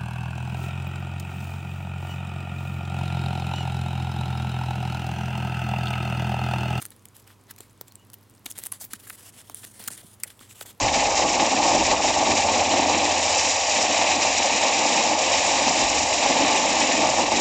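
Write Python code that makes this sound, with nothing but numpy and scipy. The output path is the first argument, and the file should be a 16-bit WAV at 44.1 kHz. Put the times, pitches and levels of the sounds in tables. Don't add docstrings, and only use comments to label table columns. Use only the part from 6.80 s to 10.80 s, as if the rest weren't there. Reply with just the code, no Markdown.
import sys
import numpy as np
from scipy import signal
from scipy.fft import rfft, irfft, next_fast_len
from scipy.io import wavfile
from scipy.ndimage import uniform_filter1d, map_coordinates

SR = 44100
rng = np.random.default_rng(int(sys.argv[2]) if len(sys.argv) > 2 else 0)


def to_wav(s):
    ch = np.atleast_2d(s).T
    pcm = np.round(np.clip(ch, -1, 1) * 32767)
    wavfile.write(sys.argv[1], SR, pcm.astype(np.int16))


N = 176400

# peak_s, level_db, length_ms, pitch_hz, crack_over_ring_db
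CREASE_SNAPS = [(0.019, -30.5, 0.69, 9100, -4), (0.0245, -26, 1.04, 9500, -1), (.0275, -34, .4, 9100, -2),
                (0.0537, -25, 0.72, 9300, -5), (.0632, -30.5, 0.72, 11400, -5),
                (0.1054, -33, .4, 10700, -6), (.1641, -42.5, .5, 10600, -2), (.2553, -32, 0.65, 11300, 1),
                (.286, -42, .6, 7900, -16), (.3666, -37, .7, 11300, 1), (0.4764, -41, 0.72, 7500, 3),
                (0.7102, -34.5, 2.7, 11200, 4), (0.7123, -34.5, 1.05, 11300, 3), (.763, -38, .43, 11500, 4),
                (0.7863, -38, 1.1, 7700, 3), (0.8063, -28.5, 0.5, 8600, 6), (1.0125, -22, 0.41, 14000, 5),
                (1.082, -42, 1.5, 10800, 5), (1.1223, -40, 0.74, 7560, 11),
                (1.1557, -27.5, 0.29, 8600, -4.5), (1.3012, -38, .45, 9350, 2),
                (1.3343, -36, 1.35, 9200, 3), (1.3413, -34.5, 1.6, 12600, -1),
                (1.4983, -44, 0.56, 9050, -3), (1.659, -25, .45, 8160, 0.5), (1.663, -31.5, 0.82, 6250, 2),
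                (1.6624, -26, 0.75, 11600, -11), (1.6672, -31.5, 0.55, 3500, -8),
                (1.714, -22, 0.34, 9800, -4), (1.7225, -34.5, .54, 6350, -2), (1.7773, -31, .46, 8500, -1),
                (1.7815, -27.5, 0.87, 9100, -2), (1.7881, -22, 0.56, 9600, -2), (1.7948, -31, .5, 9050, 0),
                (1.8378, -17.5, 0.24, 10100, -1), (1.8546, -29, 0.73, 11300, -3),
                (1.8616, -22.5, 0.52, 10200, -6), (1.8664, -24.5, .6, 9450, -7),
                (1.869, -20, 0.34, 10200, -12), (1.9203, -24.5, 1.3, 9900, -7.5),
                (1.9238, -15.5, 0.36, 10400, -7), (2.0423, -26.5, .31, 8900, 0),
                (2.0471, -27.5, .42, 14000, -4), (2.051, -27, .43, 14500, -6), (2.1344, -22.5, 1, 10100, 3),
                (2.137, -26, .59, 7100, 6), (2.1365, -29, 0.41, 15500, -2),
                (2.2994, -27.5, 0.98, 10200, -1), (2.6981, -31, .69, 9100, 16),
                (2.746, -18.5, 0.26, 10450, -11), (2.85, -29.5, 0.66, 9800, 3), (2.996, -33, .7, 9000, 11),
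                (3.003, -40, .9, 8500, 8), (3.0398, -29.5, .6, 11200, 2), (3.0767, -23, 1, 7300, 1),
                (3.0786, -19.5, 0.77, 10200, 3), (3.0824, -22.5, 1.6, 7850, 1), (3.1053, -35, 1, 8200, 3),
                (3.1346, -32.5, .5, 6200, 2), (3.1775, -33, 0.54, 9600, 0), (3.4013, -39, 0.81, 9600, -1),
                (3.4353, -15.5, 0.63, 8440, -19), (3.4355, -24.5, 0.63, 5530, -21),
                (3.4356, -21, 0.65, 12900, -33), (3.4413, -31, 1.6, 8700, -6), (3.593, -40, 0.72, 3150, -1),
                (3.81, -31, 0.79, 3850, -3), (3.8124, -29.5, 0.65, 10000, -3)]
# time_s, relative_level_db, length_ms, pitch_hz
PANEL_POPS = [(.019, -41.5, 1.5, 1260), (.0252, -37.5, 1.1, 1800), (.054, -40, 1.8, 1730),
              (.5038, -48.5, 2.4, 1560), (.71, -46, 3.4, 1280), (.8059, -40.5, 1.7, 472),
              (1.0135, -41, 2.3, 545), (1.3416, -44, 1.2, 2960), (1.6618, -30.5, 2.5, 3320),
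              (1.6632, -42.5, 4.2, 770), (1.664, -34, 1.7, 2250), (1.711, -44.5, 3.5, 3300),
              (1.7788, -42, 1.3, 2100), (1.7883, -45.5, 2.2, 540), (1.8629, -43.5, 2.9, 840),
              (1.8671, -43, 1.9, 1650), (1.9246, -40.5, 3.8, 1090), (2.0105, -47.5, 5.7, 786),
              (2.0199, -47, 2.7, 676), (2.1363, -33.5, 3.2, 1530), (2.137, -50, 3.1, 610),
              (2.271, -47, 6.8, 1630), (2.2996, -37, 1.8, 1630), (2.3039, -29, 1.1, 1790),
              (2.6995, -35, 1.34, 567), (2.8351, -48, 5.5, 1900), (3.0016, -48, 1.9, 750),
              (3.0782, -33, 0.76, 1900), (3.0836, -30, 2.5, 1390), (3.1054, -41, 1.6, 590),
              (3.2334, -45.5, 1.1, 644), (3.436, -27, 1, 1970), (3.4417, -45, 10, 1870),
              (3.4585, -50, 5.4, 543), (3.6116, -42, 1.2, 1440), (3.7104, -45.5, 2.7, 2430),
              (3.8131, -30, 0.71, 1580), (3.8133, -33, 1.9, 630), (3.8535, -46.5, 2.9, 746)]
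# start_s, end_s, relative_level_db, swell_db, body_db, sheen_db
FINGER_STROKES = [(0, 0.06, -48, -3, -2.5, -7), (0.11, 0.12, -62, 17, 3.5, -6),
                  (0.346, 0.399, -53.5, 0, -6, -7), (0.467, 0.53, -60.5, 2, 2, -10),
                  (0.677, 0.707, -64.5, 13.5, 8, -12), (0.784, 0.784, -51, -15, 6.5, -7),
                  (0.806, 0.87, -59.5, -16, -1, -5), (0.897, 0.912, -60.5, 3, -1.5, -8),
                  (1.07, 1.088, -58, 0, -3, -8), (1.334, 1.336, -48, -4, -7, -2),
                  (1.659, 1.698, -48.5, -14, -3, -12), (1.703, 1.713, -36, -13, -24, -10),
                  (1.756, 1.767, -49, -3, 1.5, -11), (1.784, 1.85, -51.5, -6, -2.5, 0),
                  (1.846, 1.887, -46, -14, -8.5, -9), (1.93, 1.958, -42, -1, -6.5, -22),
                  (1.999, 2.022, -39.5, 11, -17.5, -5), (2.023, 2.063, -45, -4, -11.5, -12),
                  (2.105, 2.16, -48, 0, -3.5, -16), (2.19, 2.259, -53, 5.5, -4.5, -6),
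                  (2.272, 2.351, -45.5, -5, -8.5, -7), (2.37, 2.492, -49, 7.5, -4.5, -10),
                  (2.524, 2.613, -51, 12, -3.5, -12), (2.64, 2.725, -57, 10.5, -4, -6),
                  (2.751, 2.924, -48.5, -7, -11, -11), (2.832, 2.853, -51.5, -11, 3, -12),
                  (2.938, 2.984, -51.5, 4, -7.5, -15), (2.993, 3.076, -45, -5.5, -2, -5),
                  (3.106, 3.154, -40.5, -6, -9.5, -21), (3.171, 3.217, -48, -7, -3.5, -7),
                  (3.232, 3.345, -53.5, 0, -8.5, -7), (3.403, 3.421, -56, -20, -1.5, -4),
                  (3.46, 3.478, -54.5, 21.5, -3.5, -6), (3.5, 3.503, -46, 8.5, -2, -11),
                  (3.601, 3.679, -54, -12, -2.5, -11), (3.69, 3.724, -50, 7, -5.5, -8),
                  (3.748, 3.827, -49.5, 11.5, -3, -2.5), (3.856, 3.91, -47, -1, -3, -6)]
# time_s, facet_hz, facet_over_hiss_db, panel_hz
GRIP_RESONANCES = [(0, 9300, -8, 1780), (.345, 11900, -3, 2720), (.675, 11800, -4, 1680),
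                   (.81, 7600, -3, 2400), (1.66, 11500, -5, 3300), (1.705, 9100, -10, 3200),
                   (1.78, 10800, -2, 3170), (1.93, 10600, -3, 3280), (2.0, 9000, -7, 1480),
                   (2.023, 14400, 8, 3360), (2.1, 10200, -1, 3200), (2.275, 10100, -3, 1850),
                   (2.37, 10300, -5.5, 2880), (2.75, 9300, -1, 3260), (2.83, 9150, -8, 1890),
                   (3.105, 9350, -2.5, 4500), (3.235, 9550, 0, 3270), (3.45, 10200, 0, 3080),
                   (3.6, 8000, -10, 3260), (3.75, 7460, -4, 2700), (3.855, 8900, -8, 3420)]
# start_s, level_db, final_pitch_hz
FINGER_BUMPS = [(1.659, -39.5, 226), (2.135, -34.5, 187), (2.697, -46, 250), (2.999, -42, 179),
                (3.078, -48, 223), (3.106, -39, 154), (3.244, -38.5, 155), (3.608, -40.5, 205)]
# start_s, length_s, level_db, pitch_hz
SKIN_SQUEAKS = [(1.111, 0.0064, -55.5, 4170), (1.175, .066, -65.5, 2910)]
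# frequency_hz, gain_db
CRACK_SPECTRUM = [(30, -58), (200, 0), (700, -7.5), (2000, -6.5), (4500, -3.5), (7000, -2), (10000, -4),
                  (13000, -2.5), (16500, -1)]
HISS_SPECTRUM = [(2500, -21), (4500, -7), (6000, -4.5), (7500, 1.5), (9600, 0), (11500, -2.5), (13500, -13),
                 (16500, -30)]
BODY_SPECTRUM = [(120, -7.5), (300, 1), (700, -2.5), (1200, -3), (1850, 3), (2500, -2.5), (3200, 2),
                 (4300, -1.5), (7000, -10)]
SHEEN_SPECTRUM = [(9000, -45), (12300, 0), (14500, -2), (16500, -9)]
AIR_SPECTRUM = [(20, -43), (35, -19), (48, 1), (60, -4.5), (100, 5), (150, -0.5), (250, 1), (400, -4),
                (700, -10), (1000, -7), (1600, -14.5), (3000, -17.5), (6000, -21), (9500, -21.5),
                (13000, -24.5), (16500, -28)]
# pitch_hz, level_db
HUM_PARTIALS = [(49.5, -89), (100, -61.5), (119.8, -66.5), (200.2, -71.5)]
# frequency_hz, t60_s
ROOM_DECAY = [(200, 1.7), (2000, 1.3), (12000, 1.2)]
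# frequency_hz, side_over_mid_db
SIDE_SPECTRUM = [(60, -20), (250, -12.5), (1500, -22), (4000, -29), (8000, -16.5), (13000, -29.5)]


def snap(db, ms, hz, crack_db=-3):
    crack = amp(crack_db) * coloured(noise_burst(ms, rise=0.34), CRACK_SPECTRUM)
    ring = double_resonance(noise_burst(ms * 0.95, rise=0.34), hz, q=3)
    soft_noise_skirt = amp(-18) * coloured(noise_burst(ms=4.1, rise=0.38), CRACK_SPECTRUM)
    return with_energy(unit(crack + ring) + soft_noise_skirt, db, ms)


def pop(db, ms, hz, lag_cycles=0.96):
    ring = resonance(noise_burst(ms / 2, rise=0.27), hz, q=3.3 * np.sqrt(hz / 1800))
    flex = resonance(ring, hz, q=0.56)
    dispersed = filtered(flex, lambda f: np.exp(-2j * np.pi * lag_cycles * (2 * np.sqrt(f / hz) - f / hz)))
    return with_energy(dispersed, db, ms)


def noise_burst(ms, rise, size=4096):
    t = (np.arange(size) - size // 2) / SR
    time_constant_s = 2 * ms / 1000 * np.where(t < 0, rise, 1 - rise)
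    return rng.standard_normal(size) * np.exp(-np.abs(t) / time_constant_s)


def crinkle(ticks_per_s=27):
    out = np.zeros(N)
    for peak_s, db, ms, hz, crack_db in CREASE_SNAPS:
        add_centred(out, peak_s, snap(db, ms, hz, crack_db))
    for time_s, db, ms, hz in PANEL_POPS:
        add_centred(out, time_s - 0.5 / hz, pop(db - 1, ms, hz))
    for start_s, db, hz in FINGER_BUMPS:
        add_centred(out, start_s, bump(db, hz))
    for _ in range(int(ticks_per_s * N / SR)):
        peak_s = rng.uniform(0, N / SR)
        tick = snap(db=-50.5 + 0.5 * rng.uniform(-0.97, 1), ms=0.46, hz=9200 * np.exp(0.26 * rng.normal()))
        add_centred(out, peak_s, tick)
    return out


def rubbing(grain_db=3, uneven_db=2.0, grip_s=0.01, lift_s=0.0091):
    t = np.arange(N) / SR
    grain = amp(grain_db * wobble(2500) + uneven_db * wobble(110))
    hiss, body, sheen = [coloured(flexing(grain * rng.standard_normal(N)), spectrum)
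                         for spectrum in (HISS_SPECTRUM, BODY_SPECTRUM, SHEEN_SPECTRUM)]
    catches = grain * rng.standard_normal(N)
    out = np.zeros(N)
    for start, end, db, swell_db, body_db, sheen_db in FINGER_STROKES:
        span = (t > start - .03) & (t < end + .1)
        _, facet_hz, facet_db, panel_hz = min(GRIP_RESONANCES, key=lambda row: abs(row[0] - start))
        grip = np.clip((t[span] - start) / grip_s + .5, 0, 1)
        lift = np.exp(-np.maximum(t[span] - end, 0) / lift_s)
        progress = np.clip((t[span] - start) / (end - start), 0, 1)
        envelope = grip * lift * amp(db + swell_db * (progress - .5))
        panel = amp(-8) * double_resonance(catches[span], panel_hz, q=3.4)
        facet = amp(facet_db) * double_resonance(catches[span], facet_hz, q=5.7)
        out[span] += envelope * (amp(-2) * unit(hiss[span] + facet)
                                 + amp(body_db - .5) * unit(body[span] + panel)
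                                 + amp(sheen_db - 1) * sheen[span])
    return out


def flexing(x, depth_db=2.0):
    spectrogram = signal.stft(x, nperseg=256)[2]
    ripple = rng.standard_normal(spectrogram.shape)
    for _ in range(2):
        ripple = uniform_filter1d(uniform_filter1d(ripple, size=3, axis=0), size=24, axis=1)
    return signal.istft(spectrogram * amp(depth_db * unit(ripple)), nperseg=256)[1][:N]


def bump(db, hz, attack_s=0.0023, t60_s=0.055, sag=0.86, sag_s=0.0045):
    t = np.maximum(np.arange(-SR // 10, SR // 10) / SR, 0)
    cycles = hz * (t + sag * sag_s * (1 - np.exp(-t / sag_s)))
    envelope = amp(db - 60 * t / t60_s) * (1 - np.exp(-t / attack_s))
    return envelope * np.sin(2 * np.pi * cycles)


def squeaks(waver=0.0268):
    t, out = np.arange(N) / SR, np.zeros(N)
    for start_s, length_s, db, hz in SKIN_SQUEAKS:
        progress = np.clip((t - start_s) / length_s, 0, 1)
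        swell = np.sqrt(np.abs(np.sin(np.pi * progress)))
        cycles = np.cumsum(hz * (1 + waver * wobble(500))) / SR
        out += amp(db) * swell * unit(np.sin(2 * np.pi * cycles))
    return out


def reflections(x, early_db=-19, early_s=0.0034, tail_db=-23.5):
    hz, t, spectrogram = signal.stft(rng.standard_normal(SR // 3), SR, nperseg=256)
    decay = amp(-60 * t / along(ROOM_DECAY, hz)[:, None])
    tail = signal.istft(spectrogram * decay, SR, nperseg=256)[1]
    age = np.arange(len(tail)) / SR
    early = rng.standard_normal(len(tail)) * age * np.exp(-age / early_s)
    response = amp(tail_db) * tail / np.linalg.norm(tail) + amp(early_db) * early / np.linalg.norm(early)
    return signal.fftconvolve(x, response)[:N]


def background(air_db=-58.5, drift_rad=0.17):
    t = np.arange(N) / SR
    hum = sum(amp(db) * np.sqrt(2) * np.sin(2 * np.pi * hz * t + drift_rad * wobble(4.5))
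              for hz, db in HUM_PARTIALS)
    return hum + amp(air_db) * coloured(rng.standard_normal(N), AIR_SPECTRUM)


def amp(db):
    return 10 ** (np.asarray(db) / 20)


def unit(x):
    return x / np.sqrt(np.mean(x ** 2) + 1e-20)


def with_energy(x, db, ms):
    return amp(db) * unit(x) * np.sqrt(ms / 1000 * SR / len(x))


def along(points, hz):
    frequencies, values = np.transpose(points)
    return np.interp(np.log(hz + 1), np.log(frequencies + 1), values)


def filtered(x, response):
    n = x.shape[-1]
    padded = next_fast_len(n + n // 4)
    return irfft(rfft(x, padded) * response(np.fft.rfftfreq(padded, 1 / SR)), padded)[..., :n]


def coloured(x, spectrum):
    return unit(filtered(x, lambda f: amp(along(spectrum, f))))


def resonance(x, hz, q):
    return unit(filtered(x, lambda f: 1j * f * hz / q / (hz * hz - f * f + 1j * f * hz / q)))


def double_resonance(x, hz, q):
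    return resonance(resonance(x, hz, q), hz, q)


def wobble(rate):
    return map_coordinates(rng.standard_normal(int(N * rate / SR) + 4), [np.arange(N) * rate / SR])


def add_centred(track, time_s, sound):
    start = round(time_s * SR) - len(sound) // 2
    first, last = max(start, 0), min(start + len(sound), N)
    track[first:last] += sound[first - start:last - start]


def scene():
    foil = rubbing() + crinkle() + squeaks()
    mid = foil + reflections(foil) + background()
    scatter = rng.standard_normal(SR // 200)
    decorrelated = signal.fftconvolve(mid, scatter / np.linalg.norm(scatter))[:N]
    side = filtered(decorrelated, lambda f: amp(along(SIDE_SPECTRUM, f)))
    return np.array([mid + side, mid - side])


def record(dry):
    cutoff_hz = 16500
    return filtered(dry, lambda f: 1 / np.sqrt(1 + (f / cutoff_hz) ** 120))


dry = scene()
out = record(dry)
to_wav(out)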